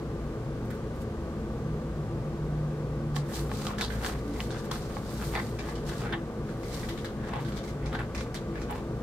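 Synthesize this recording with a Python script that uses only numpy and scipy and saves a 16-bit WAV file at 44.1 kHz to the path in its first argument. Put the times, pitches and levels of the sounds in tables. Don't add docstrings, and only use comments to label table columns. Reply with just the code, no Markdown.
import sys
import numpy as np
from scipy import signal
from scipy.fft import rfft, irfft, next_fast_len
from scipy.io import wavfile
from scipy.ndimage import uniform_filter1d

SR = 44100
rng = np.random.default_rng(int(sys.argv[2]) if len(sys.argv) > 2 else 0)


def generate_wav(signal):
    frames = np.transpose(np.atleast_2d(signal))
    scaled = np.clip(frames, -1, 1) * 32767
    pcm = np.round(scaled).astype(np.int16)
    wavfile.write(sys.argv[1], SR, pcm)


def elevation(decibels):
    levels = np.asarray(decibels, float)
    return 10 ** (levels / 20)


N = 397782
CONTROL_STEP = 40

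# f/Hz, relative level/dB per Hz
AIR_SPECTRUM = [(12, -42), (20, 8), (49, -9), (130, -3), (228, -3), (293, -7), (328, -13.5), (434, -5.5),
                (624, -14), (923, -19), (1150, -21), (1910, -28), (2700, -33.5), (4500, -37), (7310, -41),
                (14300, -52), (16000, -48)]
# f/Hz, width/Hz, level/dB
ROOM_MODES = [(57.74, 8.1, 19), (116.4, 12.2, 11), (145.3, 17.7, 8), (208.8, 7, 8), (227.4, 11, 7),
              (269, 3.1, 5), (336.8, 17, 15.5), (425, 38, 3.5), (470, 10.5, 7.5), (526.5, 29, 6.5),
              (1167, 135, 6.5), (1520, 120, 5)]
# f/Hz, correlation/1
AIR_LIKENESS = [(60, 1), (130, 0.98), (290, 1), (640, 0.94), (1410, 0.78), (3100, -0.08), (6820, 0.054),
                (15000, -0.087)]
# peak t/s, rise t/s, fall t/s, level/dB
ENGINE_SWELLS = [(1.7, 0.22, 0.31, -33.5), (2.05, .3, 0.46, -39), (2.6, 0.57, .5, -30.5),
                 (3.2, 0.47, 0.14, -30.5), (3.43, 0.085, .1, -36.5), (3.59, 0.092, 0.16, -35.5)]
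# peak t/s, rise t/s, fall t/s, level/dB
HALF_NOTE_SWELLS = [(1.1, 0.51, 1.4, -41.5), (3.2, 1.5, .5, -49)]
# peak t/s, rise t/s, fall t/s, slide level/dB, sizzle level over slide/dB
SLIDES = [(.655, .03, .04, -73, 12), (.75, .06, .06, -70, 9), (.96, .03, .04, -74, 13),
          (1.02, .04, .03, -67, 12), (3.166, 0.022, .06, -41, -18), (3.36, 0.1, 0.13, -45, 1.5),
          (3.55, 0.09, 0.25, -49.5, -6), (3.66, 0.29, 0.13, -45.5, -6), (3.79, .015, .025, -42, -13),
          (3.815, .006, .07, -35, -15), (3.93, .1, .15, -49.5, -2), (4.065, 0.094, 0.11, -41.5, -2),
          (4.28, 0.5, .3, -58.5, -5), (4.42, 0.14, .15, -49, -4), (4.6, .2, 0.19, -53.5, -9),
          (4.655, .02, .03, -57, 5), (4.73, 0.024, 0.18, -45.5, -5), (4.95, 0.28, 0.41, -53, -6),
          (5.15, 0.15, .15, -50.5, 0), (5.25, .15, 0.35, -48, 0.5), (5.47, 0.19, .25, -55, -5),
          (5.69, 0.13, 0.15, -50.5, -6), (5.89, .05, 0.11, -45.5, -7), (6.0, .2, .15, -50, -6),
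          (6.49, .05, .1, -59, -8), (6.75, .2, 0.39, -49, -2), (6.895, .015, 0.044, -47.5, -6.5),
          (6.983, 0.0079, 0.038, -53.5, -12), (7.053, 0.011, 0.044, -49.5, -11),
          (7.29, 0.11, 0.087, -55, -12), (7.41, .03, 0.054, -53, -6), (7.49, .08, .06, -53.5, -4),
          (7.575, .05, 0.044, -52, -5), (7.65, 0.036, .05, -54, -5), (7.69, .04, .06, -52.5, -8),
          (7.86, .05, .05, -62, -13), (8.155, .015, 0.091, -51, -13), (8.215, .04, .07, -52, -13),
          (8.352, .012, .06, -51, -4), (8.62, .1, 0.054, -56.5, -8), (8.76, .05, .08, -55.5, -6)]
# f/Hz, relative level/dB per Hz
SLIDE_SPECTRUM = [(1200, -25), (2300, -13), (3200, -5), (4300, -1), (6000, -5), (8500, -8), (11000, -15),
                  (16000, -28)]
# f/Hz, relative level/dB per Hz
SIZZLE_SPECTRUM = [(6000, -5), (8500, -0.5), (11000, -5), (13500, -1), (15500, -7), (17000, -30)]
# t/s, body peak level/dB, edge level over body/dB, treble level over body/dB, bend f/Hz
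SNAPS = [(.705, -40, -6, 6, 1500), (3.146, -43, -5, -8, 1500), (3.164, -24, 0, -4, 1100),
         (3.516, -25, -10, -31, 1100), (3.668, -22, 1, -29, 1130), (3.706, -33, -15, -25, 962),
         (3.784, -30, 0.5, -8, 1670), (3.811, -21, 3, -1, 4500), (3.903, -31, -12, -21, 1560),
         (4.047, -22, -1, -12, 1480), (4.063, -24.5, 4.5, -12, 1620), (4.404, -23, 1, -21, 3000),
         (4.506, -39.5, 7.5, -20, 3330), (4.713, -26.5, 0, -3, 1280), (4.968, -25, -20, -28, 1090),
         (5.214, -35, -20, -18, 1320), (5.352, -20.5, -8, -32, 1830), (5.389, -27.5, -17, -25, 1700),
         (5.589, -30, -2, -16, 2220), (5.687, -30.5, -16, -23, 1710), (5.754, -40, 3.5, -20, 3000),
         (5.889, -38, 2, -14, 1580), (6.059, -30.5, -20, -35, 1430), (6.092, -35, -18, -30, 1610),
         (6.125, -27, -10, -42, 1530), (6.489, -37, -19, -24, 1500), (6.633, -36, -3, -24, 2020),
         (6.729, -39, 4, -14, 2040), (6.832, -34, -7, -20, 1900), (6.888, -31.5, 2.5, -4, 1920),
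         (6.976, -33, -1, -15, 2120), (7.046, -30, -4, -4, 1600), (7.239, -36.5, -14, -28, 1640),
         (7.336, -24, -16, -35, 860), (7.359, -29, -28, -30, 850), (7.449, -38, -1, -15, 1500),
         (7.484, -37, -11, -14, 1500), (7.522, -38, 0.5, -20, 2200), (7.57, -37, 4, -12, 2200),
         (7.639, -36, -4, -13, 2100), (7.68, -37.5, -3, -17, 2000), (7.859, -36, 1, -30, 2120),
         (7.929, -28.5, -16, -38, 1300), (7.948, -29, -7, -36, 1560), (7.99, -29.5, -20, -36, 1500),
         (8.149, -29, -7, -11, 2200), (8.178, -30, -2, -24, 2250), (8.209, -26, -4.5, -22, 2300),
         (8.344, -33, 4, 0, 3830), (8.556, -32, -14, -26, 2250), (8.617, -38, 2, -19, 2500),
         (8.696, -32.5, -24, -35, 880), (8.708, -34, -25, 7, 860)]
# f/Hz, width/Hz, relative level/dB
SHEET_MODES = [(850, 160, 7.5), (1220, 410, 0.5), (1500, 510, 4.5), (2250, 720, -3), (3000, 870, 12.5),
               (4140, 3100, 3), (4360, 120, -1), (5040, 4000, 13)]
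# peak t/s, rise t/s, fall t/s, crumple level/dB, bend f/Hz
FLEXES = [(3.165, .02, .06, -45, 1600), (3.35, 0.14, .15, -44.5, 1700), (3.55, .15, .2, -49.5, 1210),
          (3.68, 0.11, 0.15, -41, 1200), (3.812, 0.022, 0.042, -33, 1500), (3.815, .006, .07, -31, 4800),
          (3.92, .1, 0.18, -50, 1500), (4.065, .12, 0.12, -39.5, 1600), (4.14, .05, 0.18, -51.5, 2000),
          (4.405, .12, 0.074, -47, 2000), (4.55, .15, 0.29, -46, 1510), (4.72, .02, 0.11, -41, 1290),
          (4.95, .2, .15, -52, 1200), (5.2, .25, 0.28, -49, 1400), (5.358, .025, .09, -30, 1900),
          (5.358, .015, .05, -38, 4400), (5.67, .15, 0.13, -45, 1700), (5.9, .1, .15, -46, 1610),
          (6.05, 0.14, 0.08, -43.5, 1400), (6.133, .03, .08, -38, 1720), (6.13, .015, .045, -42, 3300),
          (6.49, .05, 0.055, -54, 1500), (6.78, 0.23, 0.21, -50, 1960), (7.28, 0.12, .08, -42.5, 1680),
          (7.35, 0.058, 0.1, -38.5, 900), (7.57, .2, .15, -53, 1200), (7.86, 0.095, 0.091, -46, 2080),
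          (7.95, 0.042, 0.043, -39, 1490), (7.95, .03, .05, -50, 3500), (8.0, 0.041, 0.077, -42, 1490),
          (8.19, 0.058, 0.11, -45.5, 2250), (8.35, .008, .05, -42, 4000), (8.57, 0.055, 0.09, -47, 2100),
          (8.72, 0.044, 0.11, -41.5, 900)]
# f/Hz, relative level/dB per Hz
CRUMPLE_SPECTRUM = [(400, -26), (750, 5.5), (1100, 1.5), (1700, -2.5), (2400, -6), (3500, -10.5),
                    (6000, -43)]
# peak t/s, rise t/s, fall t/s, level/dB
LOW_NOTE_SWELLS = [(4.3, .12, .12, -36)]


def rms_one(x):
    return x / np.sqrt(np.mean(x ** 2) + 1e-20)


def at_hz(points, hz):
    point_hz, level = np.array(points).T
    return np.interp(np.log(hz + 1), np.log(point_hz), level)


def coloured(x, gain):
    size = next_fast_len(N)
    spectrum = rfft(x, size) * gain(np.fft.rfftfreq(size, 1 / SR))
    return irfft(spectrum, size)[..., :N]


def drift(rate_hz):
    r = np.exp(-2 * np.pi * rate_hz * CONTROL_STEP / SR)
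    start = 2000
    white = rng.standard_normal(N // CONTROL_STEP + 2 + start)
    slow = signal.lfilter([1], [1, -2 * r, r * r], white)[start:]
    return np.interp(np.arange(N) / CONTROL_STEP, np.arange(len(slow)), rms_one(slow))


def swells(rows):
    swell_db = 20
    roundness = 1.19
    t = np.arange(0, N + CONTROL_STEP, CONTROL_STEP) / SR
    power = 0
    for s, rise, fall, db in rows:
        away = np.where(t < s, (s - t) / max(rise, .005), (t - s) / max(fall, .005))
        power = power + elevation(db - swell_db * np.minimum(away, 3) ** roundness) ** 2
    return np.interp(np.arange(N) / SR, t, np.sqrt(power))


def resonate(x, hz, width_hz):
    r = np.exp(-np.pi * width_hz / SR)
    poles = [1, -2 * r * np.cos(2 * np.pi * hz / SR), r * r]
    return signal.lfilter([(1 - r * r) / 2, 0, (r * r - 1) / 2], poles, x)


def grains(spectrum, per_s, spread_db, clump_db, apart):
    sizes = elevation(spread_db * np.minimum(rng.exponential(1, (3, N)), 5))
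    sizes = sizes * rng.standard_normal((3, N))
    happens = rng.random((3, N)) < per_s / SR
    slips = sizes * happens * elevation(clump_db * drift(30))
    heard = np.sqrt(1 - apart) * slips[0] + np.sqrt(apart) * slips[1:]
    return rms_one(coloured(heard, lambda hz: elevation(at_hz(spectrum, hz))))


def air():
    def colour(hz):
        lift = 0
        for centre, width, db in ROOM_MODES:
            lift = lift + (elevation(db) ** 2 - 1) / (1 + (2 * (hz - centre) / width) ** 2) ** 2
        return elevation(at_hz(AIR_SPECTRUM, hz)) * np.sqrt(np.maximum(1 + lift, .01))

    def likeness(hz):
        return np.clip(at_hz(AIR_LIKENESS, hz), -1, 1)

    mid, side = rng.standard_normal((2, N))
    mid = coloured(mid, lambda hz: colour(hz) * np.sqrt(1 + likeness(hz)))
    side = coloured(side, lambda hz: colour(hz) * np.sqrt(1 - likeness(hz)))
    both = np.array([mid + side, np.roll(mid - side, shift=5)])
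    return elevation(-33.5) * rms_one(both) * elevation([[.45], [-.45]])


def fan():
    hz = 35.2 + .5 * drift(0.55)
    level_db = -51.5 + 0.88 * drift(0.76)
    return np.sqrt(2) * elevation(level_db) * np.sin(2 * np.pi * np.cumsum(hz) / SR)


def engine():
    start_hz, sag_hz_per_s = 164.2, 5.5
    hz = start_hz - sag_hz_per_s * np.arange(N) / SR + 0.68 * drift(5.2)
    phase = 2 * np.pi * np.cumsum(hz) / SR
    note = swells(ENGINE_SWELLS) * np.sin(phase)
    half_note = swells(HALF_NOTE_SWELLS) * np.sin(phase / 2)
    return np.sqrt(2) * (note + half_note)


def slides():
    hiss = grains(SLIDE_SPECTRUM, per_s=6000, spread_db=3.0, clump_db=2.0, apart=0.98)
    sizzle = grains(SIZZLE_SPECTRUM, per_s=10000, spread_db=2.0, clump_db=1.0, apart=0.93)
    hiss_swell = swells([row[:4] for row in SLIDES])
    sizzle_swell = swells([(s, rise, fall, db + over_db) for s, rise, fall, db, over_db in SLIDES])
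    return hiss_swell * hiss + sizzle_swell * sizzle


def room(x):
    t60_s, level_db, wall_cut_hz = 0.063, -11, 9800
    t = np.arange(int(.4 * SR)) / SR
    tail = rng.standard_normal((2, len(t))) * elevation(-60 * t / t60_s)
    tail = tail * (t > .003)
    tail = signal.sosfilt(signal.butter(1, wall_cut_hz, fs=SR, output="sos"), tail)
    tail = tail / np.sqrt(np.sum(tail ** 2) / 2)
    return elevation(level_db) * signal.fftconvolve(x, tail, axes=1)[:, :N]


def snaps():
    crack_s, flutter_db = .00004, -17
    uneven_db, mode_shift = 3.5, .04
    off_bend_db = 10.5
    bend_width, bend_over_db = 0.046, -9
    treble_t60_s, side_db = .07, 2.0
    out = np.zeros((2, N))
    t = np.arange(int(.2 * SR)) / SR
    noise = rng.standard_normal((len(SNAPS), 3, len(t)))
    chance = rng.standard_normal((len(SNAPS), 2, len(SHEET_MODES)))
    crack = np.exp(-t / crack_s)
    edge_pass = signal.butter(2, 8300, fs=SR, output="sos")
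    treble_pass = signal.butter(2, 6500, "high", fs=SR, output="sos")
    for draw, (shift, strength), (s, db, edge_db, treble_db, bend_hz) in zip(noise, chance, SNAPS):
        slips = draw[:2] * elevation(3.5 * rms_one(uniform_filter1d(draw[2], size=60)))
        flutter_t60_s = np.clip(.11 - 0.04 * (db + 27.5), .02, .25)
        burst = crack + slips * elevation(flutter_db - 60 * t / flutter_t60_s)
        rings = []
        for k, (hz, width, level_db) in enumerate(SHEET_MODES):
            ring_db = level_db + uneven_db * strength[k] - off_bend_db * abs(np.log2(hz / bend_hz))
            ring = resonate(burst, hz * (1 + mode_shift * shift[k]), width)
            rings.append((-1) ** k * elevation(ring_db) * ring)
        body = sum(rings[:4])
        edge = signal.sosfilt(edge_pass, sum(rings[4:]))
        treble = signal.sosfilt(treble_pass, burst) * elevation(-60 * t / treble_t60_s)
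        bend_note = resonate(burst, bend_hz, bend_width * bend_hz)
        bend_db = bend_over_db + edge_db * (bend_hz > 2700)
        parts = [(0, body), (edge_db, edge), (treble_db, treble), (bend_db, bend_note)]
        snap = sum(elevation(db + over_db) * part / np.abs(part).max() for over_db, part in parts)
        balance = elevation(side_db * shift[0] * np.array([[.5], [-.5]]))
        at = round(s * SR)
        out[:, at:at + len(t)] += snap[:, :N - at] * balance
    return out


def crumple():
    bend_width, bend_db = .6, -8
    bend_db_per_octave = 22
    paper = grains(CRUMPLE_SPECTRUM, per_s=2000, spread_db=3.0, clump_db=2.5, apart=0.41)
    out = np.zeros((2, N))
    for s, rise, fall, db, bend_hz in FLEXES:
        near = slice(round((s - 2 * rise) * SR), round((s + 2 * fall) * SR))
        note = paper[:, near]
        for _ in range(3):
            note = rms_one(resonate(note, bend_hz, bend_width * bend_hz))
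        note_db = bend_db + bend_db_per_octave * max(np.log2(bend_hz / 2300), 0)
        flex = rms_one(paper[:, near] + elevation(note_db) * note)
        out[:, near] += flex * swells([(s, rise, fall, db)])[near]
    return out


def low_note():
    note_hz = 288
    return np.sqrt(2) * swells(LOW_NOTE_SWELLS) * np.sin(2 * np.pi * note_hz * np.arange(N) / SR)


def scene():
    left_lag_s = .00005
    paper = slides() + crumple() + snaps()
    paper[0] = np.interp(np.arange(N) - left_lag_s * SR, np.arange(N), paper[0])
    return paper + room(paper) + air() + fan() + engine() + low_note()


def band_limit(x):
    return signal.sosfilt(signal.butter(12, 16370, fs=SR, output="sos"), x)


def record(dry):
    low_cut_hz, top_cut_hz = 33, 16150
    x = signal.sosfilt(signal.butter(8, low_cut_hz, "high", fs=SR, output="sos"), dry)
    mix = signal.sosfilt(signal.cheby2(14, 50, top_cut_hz, fs=SR, output="sos"), x)
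    return band_limit(mix)


dry = scene()
out = record(dry)
generate_wav(out)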